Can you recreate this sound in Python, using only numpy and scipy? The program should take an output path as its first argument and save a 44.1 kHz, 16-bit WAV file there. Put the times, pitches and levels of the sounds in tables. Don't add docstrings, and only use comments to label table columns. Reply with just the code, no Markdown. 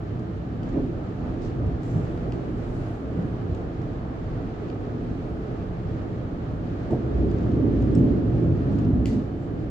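import sys
import numpy as np
from scipy import signal
from scipy.fft import rfft, irfft, next_fast_len
from scipy.io import wavfile
from scipy.ndimage import uniform_filter1d, map_coordinates

SR = 44100
rng = np.random.default_rng(int(sys.argv[2]) if len(sys.argv) > 2 else 0)


def generate_wav(signal):
    frames = np.transpose(np.atleast_2d(signal))
    scaled = np.clip(frames, -1, 1) * 32767
    pcm = np.round(scaled).astype(np.int16)
    wavfile.write(sys.argv[1], SR, pcm)


def gain_from_db(level_db):
    decades = np.asarray(level_db, float) / 20
    return 10 ** decades


N = 427769

# (centre [Hz], width [Hz], level [dB])
SPRINGS = [(26, 9.6, -7), (43, 16, -2.5)]
FRAME = [(50.5, 14, -6), (62, 13.6, 2), (84, 21, -6)]
FLOOR = [(101.4, 22.8, 0.5), (131, 26, -1)]
PANELS = [(168.9, 31.5, 0.69), (220, 48, -4.5), (252.8, 31, -0.5), (280.7, 17.2, -1.5)]
WINDOW = [(305.8, 30.8, -0.5), (347.3, 41, -1), (409.3, 39.3, -4), (440, 19.2, -3), (533, 120, -12.5),
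          (605.4, 57, -12.5), (696, 16, -16.5), (720, 17, -17)]
FITTING = [(2000, 70, -0.5), (2350, 150, 3), (2780, 700, 1.5), (3450, 540, -0.5), (4540, 600, -1.5),
           (6100, 600, -6), (6950, 500, -7.5), (7800, 500, -9.5), (10100, 600, -11), (11400, 600, -16),
           (12400, 500, -15)]
# (time [s], level [dB])
TRACK = [(0, -31.5), (.5, -29), (.8, -26.5), (1.05, -30), (1.7, -26.5), (2.6, -30), (3.3, -29.5),
         (4.1, -30.5), (5.3, -29.5), (6.3, -28.5), (6.8, -28), (7.1, -23), (7.6, -21), (8.1, -18.5),
         (8.6, -23), (8.95, -21), (9.25, -27.5), (9.7, -27)]
SMOOTH_DB = -30
# (centre [Hz], level on smooth track [dB], gain per roughness [dB/dB])
SHAKE = [
    (35, -43, 0.2),
    (63.3, -40.5, 1.22),
    (115, -35.5, 0.96),
    (170, -38.5, 0.6758),
    (257, -39.5, 0.9863),
    (350, -39.5, 1.0),
]
# (time [s], length [s], gain [dB], pitch [Hz])
RISES_AND_FALLS = [(0.164, 0.11, 4, 130.4), (0.821, 0.035, 5.5, 60.3), (0.777, 0.036, 8.5, 330),
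                   (1.314, 0.057, 5, 70.3), (1.32, 0.062, 2, 221), (1.619, 0.033, 3, 61), (1.673, 0.026, 8.5, 129),
                   (1.718, 0.057, 9, 62), (1.981, 0.039, 13, 147), (3.196, 0.057, 9.5, 160), (3.284, 0.057, 3, 159),
                   (3.537, 0.073, 14, 76), (3.662, 0.03, 9, 60.3), (3.828, 0.041, 8, 104), (5.6, 0.021, 4.5, 115),
                   (5.83, 0.034, -1, 278), (5.96, 0.062, 4, 115), (8.432, 0.09, 5, 420), (6.477, 0.11, 4, 62.2),
                   (6.943, 0.035, 7, 250), (7.186, 0.054, 11, 68.8), (7.252, 0.08, 6.5, 298), (7.469, 0.023, 4, 115),
                   (7.655, 0.11, 8.5, 247), (8.033, 0.083, 8, 225), (8.443, 0.07, 9.5, 170), (8.519, 0.031, 7.5, 115),
                   (8.847, 0.19, 7.5, 214), (8.985, 0.032, 3.5, 70.2), (9.167, 0.055, 12, 218),
                   (2.573, 0.16, 7.5, 336), (2.2, 0.061, -1, 373), (2.808, 0.083, 4.5, 107), (3.013, 0.065, -5, 115),
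                   (2.09, 0.061, -0.5, 170), (4.45, 0.039, 6.5, 170), (4.566, 0.055, -5.5, 240), (4.908, 0.3, 6, 295),
                   (6.374, 0.081, -8.5, 120), (6.935, 0.02, 4.5, 125), (7.989, 0.035, 6.5, 170),
                   (8.868, .07, 2.5, 84.6), (8.321, .06, -3, 65), (8.701, 0.074, 3.5, 170), (5.83, .08, 0.5, 62),
                   (6.14, 0.072, 0, 65), (4.313, .06, 4.5, 115), (7.199, 0.066, -4, 137), (8.625, 0.043, -3, 370),
                   (3.47, 0.057, 5.5, 138),
                   (0.61, .04, -4, 63), (.75, 0.028, -4.5, 115), (0.72, .025, -6.5, 85), (7.18, 0.023, -1, 63),
          (.6, .1, -5.5, 70), (7.1, 0.069, -4.5, 180), (6.5, .06, -5, 310), (1.8, .1, -2, 280),
          (5.8, 0.087, -7, 250), (3.15, .1, 3.5, 72), (2.35, .06, 8, 50), (11, 0.11, 5.5, 200),
          (4.55, .06, -4, 55), (6.0, .1, -2, 84), (1.25, .1, 3, 270), (2.5, .08, -0.5, 115),
          (2.6, .1, -3, 450), (3.1, .1, 0, 55), (3.6, .07, -6, 60), (4.1, 0.13, 0, 61), (4.35, .12, 3, 370),
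          (4.77, 0.11, -6.5, 198), (5.5, .15, -3, 62), (7.02, 0.067, -2, 170), (7.87, 0.091, -0.5, 190),
          (7.96, .06, -1, 150), (8.169, .08, 1, 384), (9.02, 0.089, 7, 76), (8.9, .1, 3.5, 152),
          (9.48, .12, 0, 88), (3.1, 0.12, 3.5, 440), (.35, .1, -4.5, 231)]
# (time [s], gain [dB])
LURCHES_AND_LULLS = [(.8, 5), (1.65, 5.5), (2.13, 5.5), (2.77, 7.5), (4.38, 4.5), (5.2, 4.5), (6.3, 0.5), (7.97, 3),
                     (8.95, -0.5), (2.5, -2.5), (3.15, -3), (3.62, 3), (4.6, 0.5), (5.7, 6.5), (6.02, -2.5),
                     (7.03, -4.5), (8.45, -1.5), (8.8, -7), (9.5, 0.5)]
# (time [s], peak level [dB], pitch [Hz], t60 [s])
THUDS = [(0.755, -15.5, 350, 0.055), (.778, -23.5, 407, 0.092), (0.792, -20, 291, 0.09),
         (0.831, -21, 260, .1), (1.658, -21.5, 112, 0.22), (1.955, -16.5, 145, 0.078),
         (3.52, -25, 131, 0.13), (3.81, -26.5, 108, 0.21), (6.907, -16.5, 350, 0.1),
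         (6.913, -20.5, 130.7, 0.14), (6.929, -16, 135, 0.097), (6.924, -14.5, 440, 0.078),
         (6.926, -17, 300.5, 0.15), (6.945, -21, 442, 0.075), (6.955, -24.5, 303, .1),
         (6.904, -32, 894, 0.13), (6.925, -33, 720, .09), (6.948, -31, 712, 0.039), (.835, -21.5, 288, .07),
         (.76, -34.5, 746, 0.05), (.762, -31, 590, 0.094), (.78, -37, 823, 0.066), (9.12, -21, 209.2, 0.55)]
# (time [s], edge level [dB], ring level [dB], brightest [Hz])
SNAPS = [(2.322, -45, -41.5, 8000), (2.329, -56.5, -56, 7500), (2.335, -54.5, -54, 7500),
         (2.344, -59, -60, 8000), (4.7001, -53, -47, 7000), (9.0567, -32, -35.5, 15000),
         (9.0601, -47.5, -46, 12000), (9.068, -41.5, -46, 14000), (9.077, -46, -51, 14500),
         (9.0803, -47, -52, 14500), (9.087, -48, -54, 12000), (9.097, -47.5, -54, 9000),
         (9.105, -54, -58, 11000), (9.116, -50, -56, 8500), (9.128, -50, -55, 13000),
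         (9.132, -47, -55, 13000)]
# (time [s], peak level [dB], left over right [dB], brightest [Hz])
TICKS = [(0.194, -59.5, 0.5, 15000), (0.6315, -51, 5, 7360), (0.691, -56.5, -1, 9500),
         (0.7294, -62, -3, 8000), (1.3389, -62, -4, 8000), (1.4202, -56, -3, 8000),
         (1.6664, -60.5, 4, 8000), (1.833, -54, 4, 12000), (2.175, -54, 1, 7800), (3.2235, -61, 0, 9000),
         (3.5478, -52.5, 5, 8000), (3.8165, -56, 3, 8000), (6.9065, -54.5, 1, 11400),
         (7.3124, -52, 0, 7500), (7.385, -55, 3, 7500), (7.431, -59.5, 7, 7500), (7.515, -60, 7, 7500),
         (7.8232, -55, 3.5, 10500), (7.8454, -64.5, -6, 10100), (7.888, -66, 3, 5200),
         (7.9497, -52, -0.5, 10000), (8.7864, -52.5, 8, 8200), (8.8488, -54.5, 6, 8000)]
# (time [s], peak level [dB], pitch [Hz], t60 [s])
PINGS = [(7.8232, -60, 6700, .016), (7.9503, -43, 5370, 0.024), (7.9505, -46, 7750, 0.035),
         (7.9505, -50, 6500, .02), (7.951, -53, 6300, .016), (7.3, -51, 4880, 0.026),
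         (7.385, -57, 6400, .015), (2.4, -53, 2300, .015)]
# (time [s], level [dB])
RAILS = [(0, -45.5), (.55, -46), (.75, -43), (.9, -45), (1.4, -43), (1.55, -44), (2, -43), (3.2, -44),
         (4.6, -44), (6.6, -44), (6.92, -43), (7.08, -43.5), (7.3, -42.5), (8.3, -43.5), (8.83, -43),
         (9, -46), (9.7, -46.5)]
# (time [s], length [s], rms level [dB], low edge [Hz], high edge [Hz])
LEAKS = [(.3, .15, -94, 8000, 10200), (.63, 0.11, -78, 2500, 8050), (1.405, 0.12, -68.5, 3600, 6400),
         (1.412, 0.15, -73, 2800, 8100), (1.421, .1, -90, 8000, 9800), (1.796, 0.4, -71.5, 4800, 7950),
         (1.8, .26, -88, 11800, 15700), (1.81, 0.34, -83, 8000, 11800), (1.95, 0.56, -87, 5000, 10300),
         (2.12, .14, -91, 9000, 12500), (2.6, 0.6, -84, 9300, 11550), (2.3, .5, -91, 8000, 10300),
         (2.512, 0.72, -76.5, 4000, 8150), (3.12, .36, -89, 7000, 10300), (5.078, 0.65, -90.5, 7050, 11800),
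         (6.902, 0.072, -72, 2000, 8200), (7.168, 0.063, -90, 7000, 10100), (7.963, 0.069, -72, 4520, 8200),
         (8.502, 0.35, -94, 7330, 8500), (8.696, 0.13, -77, 4000, 8140), (9.38, 0.15, -82.5, 7450, 7900)]
# (pitch [Hz], level [dB], unsteadiness [Hz])
HUM = [(65, -45.5, 1.5), (248.7, -46.5, 2.526), (436.4, -49.5, 2.2), (3030, -73, 3.3)]
# (frequency [Hz], level [dB])
ROAR = [(250, -39), (420, -7), (458, -3.5), (486, -2.5), (571, -11.5), (600, -5.5), (655, -6.5),
        (705, -6.5), (986, -18.5), (1220, -16), (2400, -35), (3120, -66), (5280, -120)]
HISS = [(1000, -24), (1700, -3), (2070, -7.5), (2490, -8), (3140, -11), (3610, -13.5), (4420, -15.5),
        (5220, -20), (7400, -25.5), (9000, -43), (11700, -71.5), (19800, -120)]
SNAP_COLOUR = [(1250, -32), (1900, 0.5), (2700, -8.5), (3750, -7.5), (4450, -9.5), (5400, -9), (7900, -11),
               (8600, -22.5), (11500, -21.5), (13500, -36), (15700, -41.5)]
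SELF_NOISE = [(5000, -13), (8500, -4.5), (10100, -1), (10500, -5), (13000, -5), (15000, -2), (15700, -3.5)]
# (frequency [Hz], t60 [s])
CABIN = [(1000, 0.38), (4000, 0.61), (12000, 0.28)]
# (frequency [Hz], likeness [1])
ALIKE = [(40, .985), (170, .96), (300, .8), (430, .68), (600, .38), (780, .1), (950, -.3), (1300, -.12),
         (1550, -.3), (2200, -.05), (8000, 0)]
# (frequency [Hz], left over right [dB])
TILT = [(50, -0.8), (210, -1), (430, -3.5), (850, 0.5), (1250, -4), (1700, -2), (2100, 0.5), (3800, 2.5),
        (5200, 0), (9000, -2), (15000, 1.5)]
# (frequency [Hz], left leads by [rad])
LEAD = [(40, .4), (85, .3), (150, .2), (260, .04), (700, 0), (950, -.5), (1550, .5), (1800, 1), (15000, 1)]
LEFT_NEARER = gain_from_db(np.array([[1.5], [-1.5]]))


def rolling():
    def lining(f):
        return f ** 4 / (f ** 4 + 19 ** 4) / (1 + (f / 900) ** 4)

    def steep(table):
        return lambda f: np.abs(modes(table)(f)) ** 1.27 * lining(f)

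    parts = (SPRINGS, FRAME, FLOOR, PANELS[:1], PANELS[1:], WINDOW)
    out = np.zeros((2, N))
    for level_db, part in zip(shaking(), parts):
        noise = field(rng.standard_normal((2, N)), steep(part))
        shaken = steadied(noise, span_s=0.083, share=0.7)
        out += gain_from_db(level_db + 1.1 * wobble(9) + 1.21 * wobble(5)) * shaken
    return out


def shaking():
    rough_db = roughness()
    levels = []
    for centre, db, grows in SHAKE:
        near = lambda hz: np.exp(-(np.log2(hz / centre) / 0.43) ** 2)
        jolts = [(s, length, gain_db * near(hz)) for s, length, gain_db, hz in RISES_AND_FALLS]
        levels.append(db + grows * rough_db + swells(jolts))
    levels[0] = levels[0] + swells([(s, 0.22, db) for s, db in LURCHES_AND_LULLS])
    return levels


def roughness():
    return curves(TRACK)[0] - SMOOTH_DB


def steadied(pair, span_s, share):
    span = int(span_s * SR)
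    power = uniform_filter1d(uniform_filter1d(np.mean(pair, axis=0) ** 2, span), span)
    return pair / (np.abs(power) + 0.012) ** (np.clip(share, 0, 1) / 2)


def thuds():
    out, t = np.zeros(N + SR), np.arange(SR // 2) / SR
    f = np.fft.rfftfreq(len(t), 1 / SR)
    for s, db, hz, t60 in THUDS:
        noise = rfft(rng.standard_normal(len(t)))
        puff = unit(irfft(noise * modes([(hz, 1.2 * hz, 0)])(f) ** 2, len(t)))
        ring = 1.08 * np.sin(2 * np.pi * hz * t) + 0.45 * puff
        envelope = gain_from_db(db - 60 * t / t60) * (1 - np.exp(-t / 0.006))
        out[round(s * SR):][:len(t)] += envelope * ring
    return filtered(out[:N], lambda f: 1 / (1 + (f / 1000) ** 6))


def crack():
    pulses, blows, splinters = np.zeros((3, N))
    t, lead = np.arange(SR // 50) / SR, SR // 1000
    impulse = np.pad(1. * (t == 0), lead)
    for s, edge_db, ring_db, top_hz in SNAPS:
        start = round(s * SR)
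        at = slice(start - lead, start + len(t) + lead)
        edge = dulled(impulse, top_hz)
        grit = gain_from_db(edge_db + 6.5 - 60 * t / 0.022) * rng.standard_normal(len(t))
        pulses[at] += gain_from_db(edge_db + 23.5) * edge
        splinters[at] += dulled(np.pad(grit, lead), top_hz)
        blows[at] += gain_from_db(ring_db + 30.5) * edge
    ring = filtered(blows, lambda f: modes(FITTING)(f) ** 2)
    direct, pulses = filtered(np.array([.08 * pulses + splinters, pulses]), colour(SNAP_COLOUR))
    return (direct + ring) * LEFT_NEARER + gain_from_db(3.5) * cabin(pulses + 0.17 * ring)


def ticks():
    out, rings = np.zeros((2, N + SR)), np.zeros(N + SR)
    t, lead = np.arange(SR // 50) / SR, SR // 1000
    for s, db, pan_db, top_hz in TICKS:
        edge = rng.standard_normal(len(t)) * gain_from_db(3.5 - 60 * t / 0.031) + 1.5 * (t == 0)
        gains = gain_from_db(db + np.array([[pan_db / 2], [-pan_db / 2]]))
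        tick = dulled(np.pad(edge, lead), top_hz) * gains
        out[:, round(s * SR) - lead:][:, :tick.shape[1]] += tick
    for s, db, hz, t60 in PINGS:
        envelope = gain_from_db(db - 60 * t / t60) * (1 - np.exp(-t / 0.00082))
        rings[round(s * SR):][:len(t)] += envelope * np.sin(2 * np.pi * hz * t)

    def plastic(f):
        bass_cut = f ** 4 / (f ** 4 + 2000 ** 4)
        return bass_cut * (5500 / (f + 500)) ** 0.99 * (0.33 + 1 / (1 + (f / 8300) ** 30))

    out, rings = filtered(out[:, :N], plastic), rings[:N]
    return out + rings * LEFT_NEARER + gain_from_db(-5.5) * cabin(out.mean(axis=0) + .3 * rings)


def dulled(burst, top_hz):
    f = np.fft.rfftfreq(len(burst), 1 / SR)
    loss = (1 + 1j * f / (1.6 * top_hz)) * np.sqrt(1 + (f / top_hz) ** 20)
    return irfft(rfft(burst) / loss, len(burst))


def cabin(x):
    hz, t, z = signal.stft(rng.standard_normal((2, SR // 2)), SR, nperseg=256)
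    decay = gain_from_db(-60 * t / along(CABIN, hz)[:, None])
    tail = signal.istft(z * decay, SR, nperseg=256)[1]
    delayed = np.pad(x, (300, 0))[None]
    return signal.fftconvolve(delayed, tail / np.linalg.norm(tail[0]), axes=1)[:, :N]


def air():
    rails_db, = curves(RAILS)
    roar_gain = gain_from_db(rails_db + 0.62 * wobble(11))
    roar = roar_gain * field(patchy(depth_db=0.5), colour(ROAR))
    vent_db = -63 + (rails_db - rails_db.mean()) + 3.5
    hiss_gain = gain_from_db(vent_db + 0.76 * wobble(13))
    return roar + hiss_gain * field(patchy(depth_db=0.0), colour(HISS))


def patchy(depth_db):
    z = signal.stft(rng.standard_normal((2, N)), nperseg=512)[2]
    patches = uniform_filter1d(rng.standard_normal(z.shape[1:]), size=5, axis=0)
    patches = uniform_filter1d(patches, size=12, axis=1)
    return signal.istft(z * gain_from_db(depth_db * unit(patches)), nperseg=512)[1][:, :N]


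def leaks():
    out, size = np.zeros((2, N + SR)), SR - SR // 4
    hz, t = np.fft.rfftfreq(size, 1 / SR), np.arange(size) / SR
    for s, length, db, low_hz, high_hz in LEAKS:
        band = 1 / (1 + (low_hz / (hz + 1)) ** 7) / (1 + (hz / high_hz) ** 60)
        noise = unit(irfft(rfft(rng.standard_normal((2, size))) * band, size))
        swell = np.sin(np.pi * np.clip(t / length, 0, 1) ** 0.63) ** 1.5
        puffs = gain_from_db(1.5 * np.interp(t, np.arange(40) / 45, rng.standard_normal(40)))
        out[:, round(s * SR):][:, :size] += gain_from_db(db + 7.0) * np.abs(swell * puffs) * noise
    return out[:, :N]


def hum():
    out = np.zeros(N)
    for hz, db, drift in HUM:
        phase = 2 * np.pi * np.cumsum(hz + drift * wobble(6)) / SR
        out += gain_from_db(db - 1.5 + 2.2 * wobble(1.9)) * np.sin(phase)
    return out


def field(pair, response):
    def mid_side(hz):
        turn = np.arccos(np.clip(along(ALIKE, hz), -1, 1)) / 2
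        return response(hz) * np.array([np.ones_like(hz), np.tan(turn)])

    mid, side = filtered(pair, mid_side)
    return np.array([mid + side, mid - side]) / np.std(mid)


def modes(table):
    def response(f):
        total = 0
        for k, (c, w, db) in enumerate(table):
            total = total + (-1) ** k * gain_from_db(db) * 1j * f * w / (c * c - f * f + 1j * f * w)
        return total
    return response


def colour(table):
    return lambda f: gain_from_db(along(table, f)) * (f >= table[0][0]) * (f <= table[-1][0])


def filtered(x, response):
    m, edge = next_fast_len(N + SR // 2), SR // 5
    wide = np.pad(x, [(0, 0)] * (x.ndim - 1) + [(edge, m - N - edge)], "reflect")
    return irfft(rfft(wide) * response(np.fft.rfftfreq(m, 1 / SR)), m)[..., edge:edge + N]


def swells(rows):
    grid_s = np.arange(0, N / SR + .01, .002)
    rise_db = sum(db * np.exp(-((grid_s - s) / length) ** 2) for s, length, db in rows)
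    return np.interp(np.arange(N) / SR, grid_s, rise_db)


def wobble(rate):
    grid_s = np.arange(0, N / SR + .01, .001)
    curve = map_coordinates(rng.standard_normal(400), [grid_s * min(rate, 40)])
    return np.interp(np.arange(N) / SR, grid_s, curve)


def curves(rows):
    s, *cols = np.transpose(rows)
    return [np.interp(np.arange(N) / SR, s, c) for c in cols]


def along(points, hz):
    f, v = np.transpose(points)
    return np.interp(np.log(hz + 1), np.log(f + 1), v)


def unit(x):
    return x / np.sqrt(np.mean(x ** 2) + 1e-20)


def scene():
    return rolling() + air() + leaks() + hum() + thuds() + ticks() + crack()


def low_pass(x):
    return signal.sosfilt(signal.butter(12, 16560, fs=SR, output="sos"), x)


def record(dry):
    def ports_response(hz):
        half = gain_from_db(along(TILT, hz) / 2) * np.exp(.5j * along(LEAD, hz))
        return np.array([half, 1 / half]) * (hz < 15720)

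    noise = unit(filtered(rng.standard_normal((2, N)), colour(SELF_NOISE)))
    capsule = gain_from_db(-83.0 - 0.15 * roughness()) * noise
    ports = filtered(dry + capsule, ports_response)
    n = np.arange(N)
    ends = np.clip(np.minimum(n + 40, N + 60 - n) / 300, 0, 1)
    return low_pass(ports * np.sin(np.pi / 2 * ends))


dry = scene()
out = record(dry)
generate_wav(out)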